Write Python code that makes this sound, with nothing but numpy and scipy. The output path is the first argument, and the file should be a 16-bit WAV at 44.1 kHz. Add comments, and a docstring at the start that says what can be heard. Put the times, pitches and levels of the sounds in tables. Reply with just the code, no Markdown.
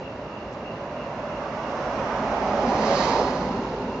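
"""A car drives past on the right, some way off, on a still evening among houses and trees.
Its engine drones at harmonics of the firing rate; its tyres rumble and roar on the rough road and
hiss briefly as it comes level, then it fades quickly. Spreading and beaming shape each swell, and a
house front reflects the tyre noise. Tree crickets chirp in chorus and one insect ticks over the
faint wash of far traffic."""
import sys
import numpy as np
from scipy import signal
from scipy.fft import rfft, irfft
from scipy.io import wavfile

SR = 44100
rng = np.random.default_rng(int(sys.argv[2]) if len(sys.argv) > 2 else 0)


def generate_wav(sig):
    """Save sig (samples, or channels by samples) to the path in sys.argv[1] as 16-bit PCM at SR."""
    pcm = np.round(np.clip(np.atleast_2d(sig).T, -1, 1) * 32767).astype(np.int16)
    wavfile.write(sys.argv[1], SR, pcm)


N = 176400
TIME = np.arange(N) / SR
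FREQS = np.maximum(np.arange(N // 2 + 1) * SR / N, 1)
SIDES = np.array([[1], [-1]])   # left, right
ABREAST_S = 3   # the car comes level with the listener

# Level difference between the channels: frequency_hz, left_minus_right_db
CAR_BALANCE = [(100, 0), (250, -0.5), (420, -2.3), (600, -2.5), (850, -4.5), (1050, -5.5), (1450, -5.5),
               (1750, -9), (2300, -7), (3200, -4.5), (4200, -3), (5200, -1), (6000, -3), (7300, 0.5)]
ROAR_BALANCE = [(100, -0.5), (250, -1), (420, -2), (600, -2.8), (850, -5), (1050, -7.5), (1350, -9.5),
                (1700, -13), (2000, -10.5), (2300, -11), (3200, -9.5), (4200, -12), (6000, -6)]
NEAR_BALANCE = [(2500, -10), (3200, -11.5), (4100, -16.5), (5100, -7.5), (6000, -5.5), (7300, 0)]
AWAY_BALANCE = [(300, 0), (420, -1), (700, -1.5), (1000, -3.5), (1500, -3), (2100, -6), (2800, -5),
                (4200, -7), (5500, -4.5), (7300, 0)]
FAR_BALANCE = [(200, -1), (600, -1), (950, -1.5), (1500, 1.5), (2000, -2.5), (4000, -3.5), (7300, -1)]
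# Likeness of the two channels: frequency_hz, correlation
COHERENCE = [(300, 1), (600, .99), (900, .94), (1200, .92), (1500, 0.59), (1800, .2), (2250, .5),
             (2700, -.05), (3800, .02), (4500, .28), (6000, .35), (7500, .25)]
NEAR_COHERENCE = [(2300, .5), (2900, 0.45), (3700, .6), (4300, .8), (5000, .8), (5800, .6), (7300, .4)]


def from_db(db):
    """Amplitude ratio of a level in decibels."""
    return 10 ** (np.asarray(db) / 20)


def over_hz(points):
    """Interpolation of a table along a logarithmic frequency axis."""
    hz, value = np.transpose(points)
    return np.interp(np.log(FREQS), np.log(hz), value)


def drift(rate_hz):
    """Low-passed noise: a random wander of unit rms."""
    wander = irfft(rfft(rng.standard_normal(N)) / (1 + (FREQS / rate_hz) ** 2), N)
    return wander / np.sqrt(np.mean(wander ** 2) + 1e-20)


def flutter(depth_db, rate_hz):
    """Random amplitude modulation, as a gain."""
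    return from_db(depth_db * drift(rate_hz))


def wavering(hz, radians, rate_hz):
    """Random phase modulation of a tone of unit rms."""
    return np.sqrt(2) * np.sin(2 * np.pi * (hz * TIME + rng.random()) + radians * drift(rate_hz))


def bell(centre_s, width_s):
    """Gaussian envelope around a moment."""
    return np.exp(-.5 * ((TIME - centre_s) / width_s) ** 2)


def stereo_noise(spectrum, balance, coherence, phase=((1, 0),)):
    """Partly coherent noise in two channels; their mean has the given spectral shape and unit rms."""
    mid, side = rfft(rng.standard_normal((2, N)))
    alike = np.clip(over_hz(coherence), -1, 1)
    pair = np.sqrt(1 + alike) * mid + SIDES * np.sqrt(1 - alike) * side
    pan = from_db(SIDES * over_hz(balance) / 2)
    lead_rad = over_hz(phase)
    sum_gain = np.sqrt((pan ** 2).sum(axis=0) + 2 * alike * np.cos(lead_rad) + 1e-6)
    placed = pair * pan * np.exp(.5j * SIDES * lead_rad) / sum_gain
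    noise = irfft(placed * from_db(over_hz(spectrum)), N)
    return noise / np.std(noise.mean(axis=0))


def passing(peak_s, level_db, rise_s, fall_s, steepness):
    """Gain of a passing source: steepness 1 is the inverse-distance law; beaming makes it steeper."""
    along_road = (TIME - peak_s) / np.where(TIME < peak_s, rise_s, fall_s)
    return from_db(level_db) / np.hypot(1, along_road) ** steepness


def far_traffic():
    """Incoherent sources on distant roads add up to a steady wash."""
    # Noise spectrum: frequency_hz, relative_db
    spectrum = [(25, -33.0), (40, -15.0), (55, -3.1), (85, -3.3), (150, 0.3), (240, -2.0), (320, -4),
                (395, -2), (445, -4), (520, 0.5), (720, -5.5), (860, -10), (960, -7), (1080, -15.5),
                (1400, -16.5), (2200, -19.7), (3000, -28), (3500, -37.4), (4300, -33.5), (5500, -34.6),
                (7500, -53.5)]
    return from_db(-37.5) * stereo_noise(spectrum, FAR_BALANCE, COHERENCE)


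def crickets(stroke_hz=52, stroke_depth=.35, floor_db=-59, balance_db=2.5):
    """Stridulation in step: the nearest crickets hold their pitches, the rest blur into a narrow band."""
    # Band of the chorus: frequency_hz, relative_db
    song = [(2000, -50), (2480, -18), (2650, -2.5), (2780, 0), (2880, -2.5), (2950, -21), (3400, -49.5)]
    # Nearest crickets: pitch_hz, relative_db
    voices = [(2665, -11), (2745, -8), (2840, -8.5)]
    # Chirps sung together: centre_s, level_db, width_s
    chirps = [(.07, -53.5, .04), (.39, -55.5, .055), (.69, -50.5, .04), (1.02, -48.5, .032),
              (1.35, -54.5, .05), (1.66, -55, .05), (1.98, -56, .05), (2.31, -57.5, .05),
              (2.63, -57.5, .05), (3.27, -56, .05), (3.6, -54.5, .09), (3.95, -55.5, .09)]
    swells = sum(from_db(db) * bell(s, width_s) for s, db, width_s in chirps)
    envelope = np.hypot(swells, from_db(floor_db))
    strokes = 1 + stroke_depth * np.sin(2 * np.pi * stroke_hz * TIME + 2 * drift(5.4))
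    chorus = from_db(-1.5) * stereo_noise(song, balance=[(1, balance_db)], coherence=[(1, -.1)])
    tones = [sum(from_db(db) * wavering(hz, radians=1.5, rate_hz=14) for hz, db in voices)
             for _ in SIDES]
    nearest = np.sqrt(2) * from_db(SIDES * balance_db / 2) * np.array(tones)
    return envelope * strokes * (chorus + nearest)


def engine(turn_s=.3):
    """Periodic firing gives a harmonic series whose overtones are weaker from behind."""
    # Course of the drone: time_s, firing_hz, level_db
    course = [(0, 54, -51), (.6, 52.45, -55), (1.3, 56.7, -56), (1.7, 55.1, -47), (1.9, 52.04, -47.5),
              (2.45, 51.35, -40), (2.95, 53, -42.5), (3.3, 51.26, -43.5), (4, 50.4, -45)]
    # Harmonics: multiple, relative_db, change_behind_db
    harmonics = [(1, 0, 0), (2, -11, -2), (4, -3, -7), (5, -6, -3.5)]
    time_s, firing_hz, level_db = np.transpose(course)
    phase = 2 * np.pi * np.cumsum(np.interp(TIME, time_s, firing_hz)) / SR
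    behind = .5 + .5 * np.tanh((TIME - ABREAST_S) / turn_s)
    drone = 0
    for multiple, db, behind_db in harmonics:
        gain = from_db(db + behind * behind_db) * flutter(depth_db=1.5, rate_hz=6)
        drone += gain * np.sin(multiple * (phase + .16 * drift(4.2)))
    return from_db(np.interp(TIME, time_s, level_db)) * drone


def tyres(bump_width_s=.015):
    """Rolling noise is directional: bands beamed ahead peak early, those beamed behind peak late."""
    # Swell of each band: peak_s, level_db, rise_s, fall_s, steepness
    sizzle_pass = (1.92, -55, .39, 0.9, 1.66)
    drone_pass = (2.0, -39, 1.2, .5, 1)
    approach_pass = (2.24, -30.8, .65, 0.33, 1.45)
    howl_pass = (2.5, -30.5, 0.25, .32, 2.0)
    rush_pass = (3, -35.7, .32, 0.22, 1.38)
    hiss_pass = (3, -52.1, .49, 0.4, 0.7)
    roar_pass = (3.13, -23, 0.67, .18, 1.58)
    departure_pass = (3.5, -30, 0.2, 0.5, 0.96)
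    # Spectrum of each band: frequency_hz, relative_db
    sizzle = [(2500, -30.1), (3400, -0.3), (4300, -5.5), (5200, 0.4), (5800, 1.3), (6400, -7), (7100, -13),
              (7600, -21.5)]
    drone = [(380, -45), (490, -16), (535, -3), (565, 1), (605, -1), (660, -9.5), (780, -35), (1100, -70)]
    approach = [(300, -20), (400, -8.5), (470, -13), (520, -6.5), (620, 0.5), (790, -5.5), (960, -2.5),
                (1250, -5.5), (1550, -11), (2000, -17.0), (2600, -21), (3300, -29.5), (4200, -47)]
    howl = [(300, -50), (500, -25), (660, -6), (790, -1), (880, -5), (1050, -25.5), (2000, -80)]
    rush = [(600, -40.0), (1150, -9), (1450, -0.3), (1700, 0.3), (1950, 0.8), (2300, -3), (2700, -6.5),
            (3200, -10.5), (3800, -22.5), (6000, -55.0)]
    hiss = [(1500, -35.0), (2800, -5.1), (3400, 2.1), (4200, 2), (4800, -2.4), (5700, -4.4), (6400, -4),
            (7100, -10.5), (7600, -23.5)]
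    roar = [(150, -45.5), (300, -13.5), (360, -7.5), (410, -1.6), (470, -5.5), (560, 0.6), (610, 0.2),
            (680, -1.1), (800, -1.9), (960, -2.5), (1080, -7), (1220, -8.5), (1450, -19.5), (2000, -34.5),
            (4000, -69.5)]
    departure = [(60, -17), (100, -4), (180, -3), (255, 1.5), (320, -5.5), (390, 3.4), (450, 0), (520, 1.5),
                 (580, -3.5), (680, -8), (850, -0.5), (1010, -1.5), (1180, -14), (1380, -12), (1600, -18),
                 (2600, -36.2), (4000, -60.0)]
    # Rough spots in the road lift the roar: centre_s, lift_db
    bumps = [(2.91, 0.5), (3.085, 1.5), (3.195, 1.5)]
    bands = [(roar_pass, roar, ROAR_BALANCE),
             (rush_pass, rush, ROAR_BALANCE),
             (drone_pass, drone, FAR_BALANCE),
             (approach_pass, approach, CAR_BALANCE),
             (howl_pass, howl, ROAR_BALANCE),
             (sizzle_pass, sizzle, CAR_BALANCE),
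             (departure_pass, departure, AWAY_BALANCE),
             (hiss_pass, hiss, AWAY_BALANCE)]
    layers = []
    for swell, spectrum, balance in bands:
        gain = passing(*swell) * flutter(depth_db=.5, rate_hz=14)   # road roughness
        layers.append(gain * stereo_noise(spectrum, balance, COHERENCE))
    roaring, *others = layers
    lift_db = sum(db * bell(s, bump_width_s) for s, db in bumps)
    return roaring * from_db(lift_db) + sum(others)


def wall_reflection(direct, longest_lag_s=.0044, sweep_s=1.1, low_cut_hz=910, level_db=-14.5):
    """Comb filtering: sound interferes with its echo off a house, lagging most with the car abreast."""
    lag_s = longest_lag_s / np.hypot(1, (TIME - ABREAST_S) / sweep_s)
    bright = signal.sosfilt(signal.butter(2, low_cut_hz, "high", fs=SR, output="sos"), direct)
    reflected = np.array([np.interp(TIME - lag_s, TIME, channel) for channel in bright])
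    return direct + from_db(level_db) * reflected


def rumble():
    """Vibrating tyre walls and body radiate low noise; the exhaust growls rearward as the car leaves."""
    # Swells: peak_s, level_db, rise_s, fall_s, steepness
    body_pass = (3, -31, 0.63, 0.44, 1.15)
    exhaust_pass = (3.52, -38, 0.3, .12, 2.0)
    # Spectra: frequency_hz, relative_db
    body_spectrum = [(25, -36.5), (38, -25.0), (50, -15), (72, -9.5), (84, -15.4), (100, -8.5), (125, -10),
                     (152, -3.5), (168, -7.5), (195, -3.0), (216, 3), (235, -1.5), (256, 2.2), (285, -4.5),
                     (340, -7), (450, -24.5), (900, -61)]
    exhaust_spectrum = [(50, -45), (130, -20.5), (180, -5), (215, -12), (256, 0.5), (300, -14.5),
                        (400, -25.5), (1200, -80)]
    body_gain = passing(*body_pass) * flutter(depth_db=.56, rate_hz=10)
    body = body_gain * stereo_noise(body_spectrum, CAR_BALANCE, COHERENCE)
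    exhaust = passing(*exhaust_pass) * stereo_noise(exhaust_spectrum, AWAY_BALANCE, COHERENCE)
    return body + exhaust


def insect_tick():
    """One faint rasp from the trees: a short burst of high, band-limited noise."""
    # Noise spectrum: frequency_hz, relative_db
    spectrum = [(3500, -40), (5000, -8), (5800, 0), (6400, -8), (7500, -12)]
    envelope = from_db(-56) * bell(centre_s=.535, width_s=.008)
    return envelope * stereo_noise(spectrum, NEAR_BALANCE, NEAR_COHERENCE)


def booms():
    """Brief narrow-band swells, each at one pitch, make the rumble and roar lumpy near the listener."""
    # Hollow swells: centre_s, pitch_hz, level_db, width_s
    swells = [(2.0, 553, -32.5, 0.038), (2.675, 238.5, -26, 0.019), (2.765, 300, -32, 0.021),
              (2.84, 214.3, -31, 0.024), (2.88, 424, -30, 0.036), (2.945, 560, -28.5, .04),
              (3.145, 895, -31.5, 0.017), (3.195, 591, -28, .02), (3.2, 400, -29.5, 0.017),
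              (3.22, 490, -32, 0.028), (3.255, 255, -30, .02), (3.41, 179.9, -33.5, .025),
              (3.47, 514.3, -31.5, .018)]
    sound = 0
    for centre_s, hz, db, width_s in swells:
        balance_db = np.interp(hz, *np.transpose(ROAR_BALANCE))
        envelope = from_db(db + SIDES * balance_db / 2) * bell(centre_s, width_s)
        sound += envelope * wavering(hz, radians=.66, rate_hz=25)
    return sound


def near_hiss():
    """Narrowly beamed tyre hiss, heard as the car comes level: brighter ahead of it, lower behind."""
    # Swells: peak_s, level_db, rise_s, fall_s, steepness
    front_pass = (3, -39.5, 0.183, .17, 1.6)
    rear_pass = (3.0, -37.5, 0.1052, 0.18, 1.8)
    # Spectra: frequency_hz, relative_db
    front_spectrum = [(1500, -29.9), (2500, -5.5), (2850, -13.5), (3130, -6), (3400, -12), (4000, -2),
                      (4200, 0.5), (4420, -4), (4650, 1.5), (4850, -1.5), (5200, 4), (5500, -1), (5900, -3),
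                      (6500, -4.4), (7100, -15.5), (7600, -20.5)]
    rear_spectrum = [(1500, -35.0), (2600, -10), (2800, -14.5), (3080, -4), (3330, -9.5), (3700, -1.5),
                     (3900, 0.5), (4060, -2.5), (4210, 4.5), (4400, -2.5), (4650, 0.5), (4850, -5.5),
                     (5100, -3), (5700, -13.5), (6000, -15), (7000, -17.3), (7600, -24.5)]
    # Phase difference between the channels: frequency_hz, left_lead_rad
    phase = [(2300, 0), (2900, -2.5), (3700, -4.7), (4300, -7.5), (5000, -7.6), (7300, -7.8)]
    front = passing(*front_pass) * stereo_noise(front_spectrum, NEAR_BALANCE, NEAR_COHERENCE, phase)
    rear = passing(*rear_pass) * stereo_noise(rear_spectrum, NEAR_BALANCE, NEAR_COHERENCE, phase)
    return (front + rear) * flutter(depth_db=.7, rate_hz=25)


def scene():
    """Superposition of the car and the evening background."""
    car = wall_reflection(tyres() + near_hiss()) + rumble() + booms() + engine()
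    return car + crickets() + insect_tick() + far_traffic()


def record(dry, cutoff_hz=7600):
    """An elliptic low-pass filter cuts the top steeply."""
    return signal.sosfilt(signal.ellip(12, .2, 90, cutoff_hz, fs=SR, output="sos"), dry)


dry = scene()
out = record(dry)
generate_wav(out)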